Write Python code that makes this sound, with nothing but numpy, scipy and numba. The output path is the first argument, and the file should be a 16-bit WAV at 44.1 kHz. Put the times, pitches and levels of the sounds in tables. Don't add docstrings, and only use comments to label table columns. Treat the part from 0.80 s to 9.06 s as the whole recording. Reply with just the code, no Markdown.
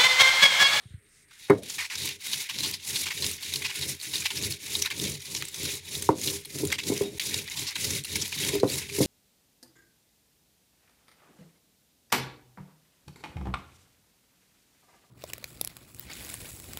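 import sys
import numpy as np
from scipy import signal
from scipy.fft import rfft, irfft, next_fast_len
from scipy.io import wavfile
from scipy.ndimage import uniform_filter1d
from numba import njit

SR = 44100
rng = np.random.default_rng(int(sys.argv[2]) if len(sys.argv) > 2 else 0)


def linear_from_db(decibels):
    return 10 ** (np.asarray(decibels, float) / 20)


def dump_mix(stems):
    frames = np.atleast_2d(stems).T
    limited = np.clip(frames, -1, 1)
    pcm = np.round(limited * 32767).astype(np.int16)
    wavfile.write(sys.argv[1], SR, pcm)


N = 364266

# pitch_hz, level_db (per Hz)
KITCHEN_TONE = [(18, -23), (30, 25.5), (64, -9), (844, -31.5), (2120, -13), (2610, -22), (2900, -26),
                (6210, -45), (8100, -26), (8560, -11), (9300, -22.5), (16000, -41.5)]
KITCHEN_DB = -50.5
# start_s, length_s, level_db, low_hz, high_hz
RUSTLES = [
    (-0.043, 0.12, -63, 500, 2300),
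    (-.1, .3, -64, 2800, 4000),
    (0, 0.16, -73, 6400, 7600),
    (.1, 0.068, -65.5, 1500, 2100),
    (.27, 0.2, -64, 4500, 8300),
    (0.48, 0.15, -61, 1420, 2400),
    (.57, 0.18, -62, 3320, 4300),
    (0.682, 0.02, -49, 440, 1900),
    (-0.09, 0.2, -68, 8000, 10400),
]
# start_s, peak_db, pitch_hz
BUMPS = [
    (0.055, -40, 115),
    (0.106, -40, 74),
    (0.14, -32.5, 97),
    (0.174, -48, 111),
]
# time_s, crackle_db, grit_db (fine grit above crackle)
SETTLING = [
    (0, -67, -6),
    (.2, -81, -6),
    (.38, -69, 2),
    (.465, -79, -1),
    (.52, -57.5, -6.5),
    (.64, -52, -1),
    (.71, -54, -11),
    (.795, -61.5, 4),
]
SETTLING_RUMBLE_DB = -69.5
# start_s, turn_db (crackle at the turn),
# full_db (crackle at speed), grit_db (above crackle), rumble_db
PUSHES = [(.81, -69, -42, 2, -55), (1.382, -61.5, -37.5, 1, -51), (1.99, -52.5, -37, 4, -44.5),
          (2.586, -44, -39.5, -0.5, -44), (3.177, -53.5, -39.5, 3, -45.5), (3.785, -50, -40, 3, -42.5),
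          (4.389, -49, -44, 3, -44), (5.009, -59, -42.5, 4.5, -41), (5.627, -55, -55, 4, -51),
          (5.688, -49, -45, 6.5, -34), (6.255, -45.5, -52, 2, -41.5), (6.377, -36, -38.5, 2.5, -39.5),
          (6.942, -44.5, -37, 2, -35.5), (7.506, -41, -33.5, -0.5, -35), (8.078, -53, -39, 3.5, -33)]
PULLS = [(1.087, -54, -36.5, -0.5, -43.5), (1.683, -48, -37, 0.5, -42), (2.308, -44.5, -39.5, 4, -39.5),
         (2.922, -34, -40, 4.5, -39.5), (3.494, -41.5, -39.5, 2, -36), (4.1, -45.5, -39.5, 3.5, -34),
         (4.709, -49.5, -36.5, 2.5, -38.5), (5.338, -52.5, -38.5, 5.5, -36), (5.97, -56, -39.5, 3, -35.5),
         (6.658, -50, -36, -1.5, -43), (7.231, -54, -38, 1, -37.5), (7.816, -53, -36.5, 2.5, -37.5)]
LAST_TURN_S = 8.38
FASTEST_PLACE, HEAVIEST_PLACE, CRACKLE_FLATNESS = (0.5, 0.52), (0.55, 0.47), (0.45, 0.45)
TURN_GRIT_DB, TURN_RUMBLE_DB = -7.5, (-16.5, -19.5)
RUMBLE_LAG_S, RUMBLE_FLATNESS = 0.011, 1.15
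# pitch_hz, level_db (per Hz)
CRACKLE_TONE = [(700, -91), (1400, -16.5), (2200, 0), (3100, -3.5), (3800, 0.5), (4900, -7.5), (7000, -9),
                (11000, -69.5)]
# pitch_hz, level_db (per Hz)
GRIT_TONE = [(3000, -5.5), (5000, -1), (7000, 0), (8300, -4), (10000, 0.5), (12000, -6), (16000, -12)]
# pitch_hz, width_hz, level_db
ROLLER = [(3750, 82, -19)]
# pitch_hz, width_hz, level_db
RUMBLE = [(89, 17, 1), (138.7, 21, 0), (194, 80, -6.5), (303.4, 55, -4.5), (398.4, 21.6, -3),
          (520, 39, -10.5)]
# start_s, level_db, centre_hz, length_ms
SQUASHES = [(0.482, -60, 2000, 8), (0.507, -49, 1530, 11), (.8475, -42, 3000, 8.8),
            (0.982, -26.5, 2220, 57), (1.041, -30, 2320, 25.5), (1.099, -32, 2220, 66),
            (1.2711, -41, 2940, 11), (1.6892, -28, 2560, 26.5), (2.257, -28, 2490, 35),
            (2.303, -26.5, 2330, 27), (2.818, -26.5, 2280, 12), (2.845, -24, 2490, 27),
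            (2.895, -28.5, 2300, 21), (3.453, -18.5, 2500, 17.5), (3.502, -26.5, 2400, 18),
            (4.0495, -25.5, 2270, 28), (4.103, -27, 2320, 26), (4.548, -20, 3580, 5.1),
            (4.559, -27, 5500, 20), (5.779, -43, 2180, 27), (5.4723, -24, 3550, 18), (5.9, -32.5, 2100, 14),
            (5.916, -24, 3050, 9.2), (5.923, -18.5, 1980, 6.3), (5.932, -29.5, 2850, 27),
            (5.983, -24.5, 2540, 21), (6.067, -28, 5100, 5.5), (6.175, -26, 5330, 4.8),
            (6.394, -21, 3250, 10), (6.8675, -27.5, 4430, 32), (6.898, -36, 2030, 32),
            (6.9555, -24, 2550, 12), (7.354, -20.5, 5040, 9.1), (7.521, -28, 2650, 12),
            (8.086, -35, 2680, 18), (8.225, -25, 4310, 19)]
# start_s, level_db, rise_ms, length_ms
CRACKS = [(1.2186, -30, 3.4, 7.7), (1.524, -24.5, 9.8, 21), (1.785, -22, 2.8, 4.4), (1.832, -23.5, 3.3, 39),
          (1.8867, -41, 2, 5.4), (1.935, -29, 6.4, 19.7), (2.154, -23.5, 8.4, 18), (2.4227, -25.5, 1.9, 22),
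          (2.627, -30, 4.9, 14), (2.737, -25, 3.7, 8.5), (2.757, -20, 3.6, 6.1), (3.02, -25.5, 4.7, 24),
          (3.335, -26, 6.5, 35), (3.635, -26.5, 2.2, 16), (3.719, -29, 6.1, 7.6), (3.95, -21, 2.5, 11),
          (4.197, -18, 2.9, 3.1), (4.2483, -31, 2.5, 15), (5.15, -30, 1.9, 9.8), (5.499, -27.5, 1.9, 8),
          (5.6473, -43, 4, 11), (5.7813, -37, 7.2, 9.2), (6.0333, -29, 2.9, 6.9), (6.541, -17.5, 1.2, 4.9),
          (6.6757, -32.5, 2.3, 3.7), (6.77, -29.5, 6.5, 29), (7.148, -31, 4.4, 14), (7.244, -30, 18, 12.3),
          (7.795, -33, 4.7, 15)]
# start_s, level_db, centre_hz, length_ms
SNAPS = [(0.8326, -31.5, 8630, 3.3), (.824, -43, 4500, 3), (.896, -29, 5740, 14), (1.153, -25.5, 4700, 6.2),
         (1.253, -29, 8300, 8.6), (2.441, -22, 2980, 6), (2.463, -20.5, 5640, 3.1), (2.512, -24, 8200, 4.9),
         (3.3997, -27.5, 6840, 17), (3.42, -33.5, 2370, 14), (3.5695, -25.5, 4870, 12),
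         (4.018, -20, 5900, 9.6), (4.317, -29.5, 6500, 5.6), (4.351, -31, 4500, 4.5),
         (4.454, -33.5, 4500, 3.8), (4.466, -35, 3500, 3.3), (4.622, -21.5, 2420, 4.3),
         (4.651, -26.5, 8000, 4), (4.848, -28, 4500, 15), (4.6826, -30.5, 7700, 6.4),
         (4.74, -34, 6060, 9.1), (4.833, -26, 7100, 2.1), (5.221, -23.5, 7700, 7.7),
         (5.8495, -28.5, 9100, 9), (5.8714, -30, 7000, 6.4), (5.901, -37, 6000, 4.4),
         (6.137, -33, 7540, 5.1), (6.575, -29.5, 6900, 5.8), (7.1023, -24.5, 6100, 8.7),
         (7.246, -30, 9150, 9.9), (7.36, -26, 8800, 10), (5.652, -32.5, 10000, 7.2), (7.414, -23, 5500, 19),
         (7.648, -21, 5740, 3.5), (7.684, -21, 7190, 8.4), (7.919, -26, 7110, 7.9)]
CRACK_HZ = 4000
SQUASH_RISE, SNAP_RISE = 0.35, 0.45
SQUASH_OCTAVES, SNAP_OCTAVES = 0.27, 0.2
SQUASH_DULL_DB, CRACK_DULL_DB, SNAP_DULL_DB = -19, -23, -42
# start_s, peak_db, far_share (0-1), clack_db (above the ring), clack_hz, deep_db
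KNOCKS = [(0.698, -5, 0.26, -12, 2170, -4.5), (0.7033, -12, 0.14, -2, 2120, -1.5),
          (5.2898, -9.5, 0.72, 4, 968, 4), (5.753, -32.5, 0.26, -21, 800, 2), (5.8, -29, 0.32, -25, 800, 1),
          (5.833, -18, 0.07, -20, 800, -0.5), (6.1, -22.5, 0.26, 10.5, 302, 3),
          (6.118, -17.5, 0.16, -23, 940, -1), (6.2085, -12.5, 0.04, -1, 410, -10.5),
          (7.734, -19.5, 0.14, -30.5, 800, -2), (7.751, -18.5, 0.19, -26, 790, -7),
          (7.8323, -12.5, 0.39, 9.5, 484, -5), (7.850, -20, 0.15, -36, 895, 4),
          (8.183, -18, 0.16, -31, 872, -1), (8.2034, -12.5, 0.42, -1.5, 330, 0.3),
          (8.225, -27, 0.6, -19, 895, 3)]
# pitch_hz, level_db, t60_s (time to fall 60 dB)
SLAB_NEAR = [(138, -12, 0.26), (249, -9.5, 0.094), (294.3, -4, 0.13), (404, 5.5, 0.083), (521, -14, 0.11),
             (751, -32, 0.16), (882, -27, 0.093), (1015, -27, 0.14), (1247, -38.5, 0.16),
             (1550, -41, 0.063)]
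# pitch_hz, level_db, t60_s
SLAB_FAR = [(124, -17.5, 0.65), (309.8, 1.5, 0.16), (403, 12.5, 0.058), (522.6, -0.5, 0.13),
            (654, -12.5, 0.093), (764, -30, 0.059), (942, -22, 0.12), (992, -26, 0.077), (1108, -25, 0.045),
            (1303, -41, 0.1), (1546, -31, 0.064), (1900, -31, 0.3)]
# pitch_hz, level_db, t60_s
WORKTOP = [(119, -13, 0.1), (200, -7, 0.068)]
# low_hz, high_hz, level_db (above the ring), t60_s
THUD = [(99, 470, -16.5, 0.37), (594, 1140, -5.5, 0.082), (1300, 1800, -14, 0.08)]
DEEP_HZ = 350
# start_s, level_db, t60_s, length_s
LIFTED_RING = (6.243, -31, 0.3, 0.053)
# start_s, length_s, level_db, pitch_hz
HUMS = [(5.746, .07, -42, 370), (6.048, 0.044, -38.5, 404), (6.254, 0.051, -33, 404),
        (7.6, 0.052, -36, 404), (7.803, 0.054, -29, 404), (8.115, 0.086, -37, 404),
        (6.095, 0.045, -42, 2190), (6.19, 0.045, -44, 2200), (7.735, 0.049, -42, 3750),
        (5.3, 0.015, -42.5, 2080), (0.705, 0.025, -48, 3750)]
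# start_s, peak_db, pitch_hz
TICKS = [(0.832, -32, 10800), (0.8993, -27, 3220), (0.8992, -12.5, 6970), (0.989, -22, 4680),
         (0.9912, -16, 2400), (1.1006, -25, 2470), (1.1041, -21, 2530), (1.153, -28, 5980),
         (1.182, -22, 3900), (1.2014, -18, 4220), (1.2192, -16, 4200), (1.257, -12, 8450),
         (1.276, -18, 4650), (1.482, -18, 3830), (1.5343, -17.5, 2870), (1.5335, -12, 3780),
         (1.6967, -13.5, 2860), (1.7806, -19, 4100), (1.786, -15, 4070), (1.806, -10.5, 4060),
         (1.9394, -15.5, 4940), (2.147, -13, 3860), (2.1583, -14, 3700), (2.261, -23, 2770),
         (2.268, -18, 2310), (2.3069, -20.5, 4440), (2.3069, -24, 3000), (2.4226, -9, 4060),
         (2.464, -16, 3770), (2.6307, -18, 4400), (2.7374, -9, 3860), (2.758, -10.5, 4440),
         (2.8204, -22, 2230), (2.8505, -12, 2530), (2.9514, -26, 2490), (2.9968, -21, 3680),
         (3.0126, -14.5, 4040), (3.1999, -23, 4490), (3.2134, -18, 4140), (3.3356, -17, 3900),
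         (3.3563, -8, 3740), (3.4014, -21.5, 6860), (3.4207, -18, 2400), (3.4578, -22, 2400),
         (3.4578, -10, 3970), (3.5042, -16, 3500), (3.5705, -15, 5280), (3.6249, -16, 6760),
         (3.7077, -20, 10100), (3.7227, -13.5, 4400), (3.9522, -10.5, 3900), (4.023, -3.5, 5730),
         (4.048, -17, 2250), (4.0599, -11, 3900), (4.1028, -17, 3150), (4.11, -22, 2120),
         (4.1976, -24, 4000), (4.241, -18, 3610), (4.2495, -16, 3510), (4.2814, -24, 5070)]
# start_s, peak_db, pitch_hz
LATE_TICKS = [(4.4053, -25, 5700), (4.55, -19, 4290), (4.6128, -21, 4360), (4.6232, -20, 2520),
              (4.6832, -19, 7460), (4.7381, -29, 3740), (4.743, -21, 3540), (4.744, -17, 6000),
              (4.8309, -15, 7160), (5.1516, -17, 3700), (5.222, -16, 6400), (5.3761, -24, 6500),
              (5.4145, -16, 6860), (5.4619, -25, 4100), (5.474, -9, 4020), (5.649, -24, 4230),
              (5.7864, -16, 10100), (5.8515, -15, 9350), (5.872, -13.5, 6930), (5.901, -24, 3750),
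              (5.9259, -21, 5950), (5.9268, -7, 2100), (5.987, -16, 2100), (6.0346, -21, 3940),
              (6.071, -22, 4760), (6.1379, -18, 7400), (6.177, -17, 5860), (6.3964, -16, 3870),
              (6.5425, -11, 3800), (6.5759, -13, 6830), (6.6767, -28, 4750), (6.677, -24, 3900),
              (6.6991, -18, 6810), (6.7724, -29, 3660), (6.773, -25, 3560), (6.955, -17, 4000),
              (6.957, -16, 3880), (7.0473, -27, 5750), (7.109, -13.5, 6840), (7.1506, -18, 4000),
              (7.2383, -17, 8900), (7.246, -24, 2800), (7.2478, -22, 9750), (7.3566, -14, 2240),
              (7.415, -13, 5930), (7.5207, -21, 4260), (7.5262, -18, 2460), (7.5885, -13, 6430),
              (7.5881, -18, 4600), (7.637, -13.5, 3270), (7.6489, -14, 5880), (7.7986, -30, 4310),
              (7.8, -16, 4100), (7.8769, -20, 4000), (7.9, -14.5, 4540), (7.92, -22, 2850),
              (8.0979, -33, 2220), (8.0979, -20.5, 2390), (8.1378, -26, 6750), (8.2268, -21, 2180)]
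TICK_DB, TICK_MS, TICK_RING_DB, TICK_CYCLES = -5.5, 0.93, 0.5, 6.7
# start_s, end_s
DROPOUT = (6.386, 6.396)
MIC_LOW_HZ, MIC_HIGH_HZ = 68, 15850


def unit(x):
    return x / np.sqrt(np.mean(x ** 2))


def colour(x, points):
    hz, db = np.transpose(points)
    size = next_fast_len(len(x))
    bins = np.fft.rfftfreq(size, 1 / SR) + 1
    gain = linear_from_db(np.interp(np.log(bins), np.log(hz), db))
    return irfft(rfft(x, size) * gain, size)[:len(x)]


def band(x, lo_hz, hi_hz, order=2):
    return signal.sosfilt(signal.butter(order, [lo_hz, hi_hz], "bandpass", fs=SR, output="sos"), x)


def walk(rate):
    hold = max(int(SR / rate), 2)
    steps = np.repeat(rng.standard_normal(N // hold + 1), hold)
    return 2.0 * uniform_filter1d(steps, hold)[:N]


def resonate(x, peaks):
    out = 0
    for hz, width, db in peaks:
        out = out + linear_from_db(db + 1.2 * walk(7)) * unit(band(x, hz - width / 2, hz + width / 2, order=1))
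    return out


def add(out, s, x):
    i = int(s * SR)
    out[i:i + len(x)] += x[:len(out) - i]


def swell_at(s, length_s):
    return np.sin(np.pi * np.clip((np.arange(N) / SR - s) / length_s, 0, 1))


@njit
def grains(n, start, turn, fade, size):
    out = np.zeros(n + 1024)
    for g in range(len(start)):
        z, p = size[g] + 0j, fade[g] * np.exp(1j * turn[g])
        for i in range(min(int(-5 / np.log(fade[g])), 1000)):
            z *= p
            out[start[g] + i] += z.imag
    return out[:n]


def crackle(lo_hz, hi_hz, cycles, scatter_db, count):
    when, place, luck = rng.random((count, 3)).T
    hz = lo_hz + (hi_hz - lo_hz) * place
    size = linear_from_db(-scatter_db * np.log(1 - .998 * luck)) * np.sqrt(hz / lo_hz)
    fade = np.exp(-hz / (cycles * SR))
    return unit(grains(N, (when * N).astype(np.int64), 2 * np.pi * hz / SR, fade, size))


def kitchen():
    return linear_from_db(KITCHEN_DB + 1.0 * walk(4.0)) * unit(colour(rng.standard_normal(N), KITCHEN_TONE))


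def rustles():
    rub = rng.standard_normal(SR)
    patches = np.zeros(SR)
    for s, length_s, db, lo_hz, hi_hz in RUSTLES:
        patches += linear_from_db(db) * swell_at(s, length_s)[:SR] * unit(band(rub, lo_hz, hi_hz))
    return np.pad(patches, (0, N - SR))


def bumps():
    out, t = np.zeros(N), np.arange(6000) / SR
    for s, db, hz in BUMPS:
        add(out, s, linear_from_db(db + 15.5) * np.sin(2 * np.pi * hz * t) * (t / 0.0068) * np.exp(-t / 0.0041))
    return out


def strokes():
    t = np.arange(N) / SR
    rows = np.array(sorted([(*r, 0) for r in PUSHES] + [(*r, 1) for r in PULLS]))
    turns = np.append(rows[:, 0], LAST_TURN_S)
    turn_db = np.append(rows[:, 1], rows[-1, 1])

    def swell(t, top_place):
        k = np.clip(np.searchsorted(turns, t) - 1, 0, len(rows) - 1)
        way = rows[k, -1].astype(int)
        done = np.clip((t - turns[k]) / np.diff(turns)[k], 0, 1)
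        bend = np.log(.5) / np.log(top_place)[way]
        return rows[k].T, way, np.abs(np.sin(np.pi * done ** bend))

    (_, _, full_db, grit_db, _, _), way, speed = swell(t, FASTEST_PLACE)
    drive = speed ** np.array(CRACKLE_FLATNESS)[way]
    crackle_db = (1 - drive) * (np.interp(t, turns, turn_db) - 5.0) + drive * (full_db - 0.8)
    grit_db = grit_db + (1 - drive) * TURN_GRIT_DB
    (*_, deep_db, _), way, load = swell(t - RUMBLE_LAG_S, HEAVIEST_PLACE)
    rumble_db = deep_db + (1 - load ** RUMBLE_FLATNESS) * np.array(TURN_RUMBLE_DB)[way]
    early = t < turns[0]
    when, hand_db, dust_db = np.transpose(SETTLING)
    controls = (np.where(early, np.interp(t, when, hand_db), crackle_db),
                np.where(early, np.interp(t, when, dust_db), grit_db),
                np.where(early, SETTLING_RUMBLE_DB, rumble_db))
    return [uniform_filter1d(c, size=400) for c in controls]


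def scraping(crackle_db, grit_db, rumble_db):
    slip = .4 * walk(30) + 1.3 * walk(120)
    coarse = unit(colour(crackle(1237, 8876, cycles=7.0, scatter_db=1.5, count=80000), CRACKLE_TONE))
    coarse = unit(coarse + resonate(coarse, ROLLER))
    big = band(coarse, 500, 3100)
    coarse = linear_from_db(1.34 * walk(14)) * big + coarse - big
    fine = unit(colour(crackle(3940, 18440, cycles=3.6, scatter_db=1.0, count=70000), GRIT_TONE))
    squelch = unit(band(crackle(580, 2040, cycles=3.8, scatter_db=1.5, count=12000), 815, 1100))
    squelch_db = crackle_db + 37 + 0.22 * (rumble_db + 42.0) - 57.5
    return (linear_from_db(crackle_db + slip + 1.0 * walk(45)) * coarse
            + linear_from_db(crackle_db + grit_db + slip + 1.32 * walk(40)) * fine
            + linear_from_db(squelch_db + 1.24 * walk(12)) * squelch)


def stroke_power(x):
    return uniform_filter1d(uniform_filter1d(x ** 2, size=5000), size=5000) + 1e-18


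def rumble(db):
    lumps = linear_from_db(db + 1.2 * walk(20)) * crackle(60, 700, cycles=.6, scatter_db=1.5, count=8000)
    body = band(resonate(lumps, RUMBLE), 78.6, 456, order=3)
    return linear_from_db(-0.33) * body * np.sqrt(stroke_power(linear_from_db(db)) / stroke_power(body))


def splits(crackle_db):
    when, luck = rng.random((700, 2)).T
    kicks = np.zeros(N)
    kicks[(when * N).astype(int)] = linear_from_db(-4.5 * np.log(1 - .99 * luck))
    burst = signal.lfilter([1], [1, -np.exp(-1 / (0.003 * SR))], kicks)
    return linear_from_db(crackle_db - 9.0) * unit(burst * band(rng.standard_normal(N), 2500, 15500, order=1))


def crunch_rows():
    return ([(s, db, hz, SQUASH_OCTAVES, SQUASH_RISE * ms, ms, SQUASH_DULL_DB) for s, db, hz, ms in SQUASHES]
            + [(s, db, CRACK_HZ, SNAP_OCTAVES, rise, ms, CRACK_DULL_DB) for s, db, rise, ms in CRACKS]
            + [(s, db, hz, SNAP_OCTAVES, SNAP_RISE * ms, ms, SNAP_DULL_DB) for s, db, hz, ms in SNAPS])


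def crunches():
    out, ms = np.zeros(N), np.arange(4000) / SR * 1000
    breaks = crackle(801, 17700, cycles=4.2, scatter_db=2.0, count=120000)
    hiss = unit(band(breaks, 3000, 5100, order=1))
    dull = unit(band(breaks, 890, 1310))
    for s, db, hz, octaves, rise_ms, length_ms, dull_db in crunch_rows():
        span = slice(int(s * SR) - len(ms), int(s * SR))
        tone = 0.89 * unit(band(breaks[span], hz * 0.89, hz * 2 ** octaves, order=1))
        tone = tone + 0.43 * hiss[span] + linear_from_db(dull_db) * dull[span]
        onset = min(0.043 + length_ms / 40, .85)
        swell = onset + (1 - onset) * np.clip(ms / max(rise_ms, .5), 0, 1) ** 2
        sag = np.exp(-.6 * np.clip(ms - rise_ms, 0, None) / max(length_ms - rise_ms, 1))
        stop = np.exp(-np.clip(ms - length_ms, 0, None) / 1.0)
        snap = 1 + 0.15 * np.exp(-np.abs(ms - rise_ms) / 0.09)
        shape = np.clip(ms, 0, 1) * swell * sag * stop * snap
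        strength = np.sqrt(np.sum(shape ** 2) / np.sum((tone * shape) ** 2))
        add(out, s, linear_from_db(db - 3.5) * strength * tone * shape)
    return out


def struck(modes, t, longest_s=0.17):
    out = np.zeros(len(t))
    for k, (hz, db, t60) in enumerate(modes):
        build = 1 - np.exp(-t * hz / 0.69)
        decay = np.exp(-np.log(1000) * t / min(t60, longest_s))
        out += (-1) ** k * linear_from_db(db) * np.sin(2 * np.pi * hz * t) * build * decay
    return out


def deep_and_upper(modes, t):
    deep = [(hz, db if hz < DEEP_HZ else db - 99, t60) for hz, db, t60 in modes]
    upper = [(hz, db - 99 if hz < DEEP_HZ else db, t60) for hz, db, t60 in modes]
    return struck(deep, t), struck(upper, t)


def knocks():
    out, t = np.zeros(N), np.arange(20000) / SR
    near_deep, near_upper = deep_and_upper(SLAB_NEAR, t)
    far_deep, far_upper = deep_and_upper(SLAB_FAR, t)
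    worktop = struck(WORKTOP, t)
    for s, db, share, clack_db, clack_hz, deep_db in KNOCKS:
        near = linear_from_db(deep_db) * near_deep + near_upper
        far = linear_from_db(deep_db) * far_deep + far_upper
        ring = (1 - share) * near + share * far + linear_from_db(0.57 * clack_db + deep_db) * worktop
        chips = unit(band(rng.standard_normal(len(t)), clack_hz / 2, clack_hz * 2))
        clack = np.sin(2 * np.pi * clack_hz * t) + 0.035 * chips
        clack = clack * np.minimum(t / 0.0012, 1) * np.exp(-t / 0.0033)
        hard = np.log2(clack_hz / 1000)
        thud_levels = (0.22 * clack_db - 1.5, clack_db - 9.5 + 8.1 * hard, clack_db - 33.5 + 33 * hard)
        thud = np.zeros(len(t))
        for (lo, hi, band_db, t60), blow_db in zip(THUD, thud_levels):
            noise = unit(band(rng.standard_normal(len(t)), lo, hi, order=3))
            thud += linear_from_db(band_db + blow_db) * noise * np.exp(-np.log(1000) * t / t60)
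        thud *= np.minimum(t / 0.0014, 1)
        click = unit(band(rng.standard_normal(len(t)), 2100, 11000)) * np.exp(-t / 0.0029)
        click = linear_from_db(clack_db - 27 + 8.6 * hard) * click
        add(out, s, linear_from_db(db) * (ring / np.abs(ring).max() + linear_from_db(clack_db) * clack + thud + click))
    return out + lifted_ring()


def lifted_ring():
    out, t = np.zeros(N), np.arange(20000) / SR
    s, db, t60, length_s = LIFTED_RING
    ring = struck([(ROLLER[0][0], db, t60)], t) * np.minimum(t / 0.017, 1)
    palm = np.clip((length_s - t) / 0.009, 0, 1)
    add(out, s, ring * linear_from_db(2.0 * walk(130)[:len(t)]) * palm)
    return out


def hums():
    t = np.arange(N) / SR
    out = np.zeros(N)
    for s, length_s, db, hz in HUMS:
        out += linear_from_db(db) * swell_at(s, length_s) ** 0.8 * np.sin(2 * np.pi * hz * t)
    return out


def ticks():
    out, t = np.zeros(N), np.arange(600) / SR
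    rows = list(TICKS) + list(LATE_TICKS)
    cracks = band(rng.standard_normal((len(rows), len(t))), 2540, 13000)
    for (s, db, hz), crack in zip(rows, cracks):
        ring = linear_from_db(TICK_RING_DB) * np.sin(2 * np.pi * hz * t) * np.exp(-t * hz / TICK_CYCLES)
        tick = (crack * np.exp(-t * 1000 / TICK_MS) + ring) * np.minimum(t / 0.00076, 1)
        add(out, s, linear_from_db(db + TICK_DB) * tick / np.abs(tick).max())
    return out


def scene():
    crackle_db, grit_db, rumble_db = strokes()
    near = scraping(crackle_db, grit_db, rumble_db) + rumble(rumble_db)
    near = near + crunches() + knocks() + hums() + ticks()
    t = np.arange(12000) / SR
    walls = rng.standard_normal(len(t)) * np.exp(-np.log(1000) * t / 0.14) * (t > .003)
    walls = walls / np.sqrt(np.sum(walls ** 2))
    wet = signal.fftconvolve(band(near, 510, 15000, order=1), walls)[:N]
    return (near + linear_from_db(-11.5) * wet + kitchen() + rustles() + bumps() + splits(crackle_db))[None]


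def low_pass(x):
    return signal.sosfilt(signal.butter(12, 16850, fs=SR, output="sos"), x)


def record(dry):
    t = np.arange(N) / SR
    heard = signal.sosfilt(signal.butter(4, MIC_LOW_HZ, "highpass", fs=SR, output="sos"), dry)
    heard = signal.sosfilt(signal.ellip(12, .3, 75, MIC_HIGH_HZ, fs=SR, output="sos"), heard)
    heard = .9 * np.tanh(heard / .9)
    gate = np.clip(np.maximum(DROPOUT[0] - t, t - DROPOUT[1]) / 0.00013, 0, 1)
    return low_pass(heard * gate)


dry = scene()
out = record(dry)
dump_mix(out)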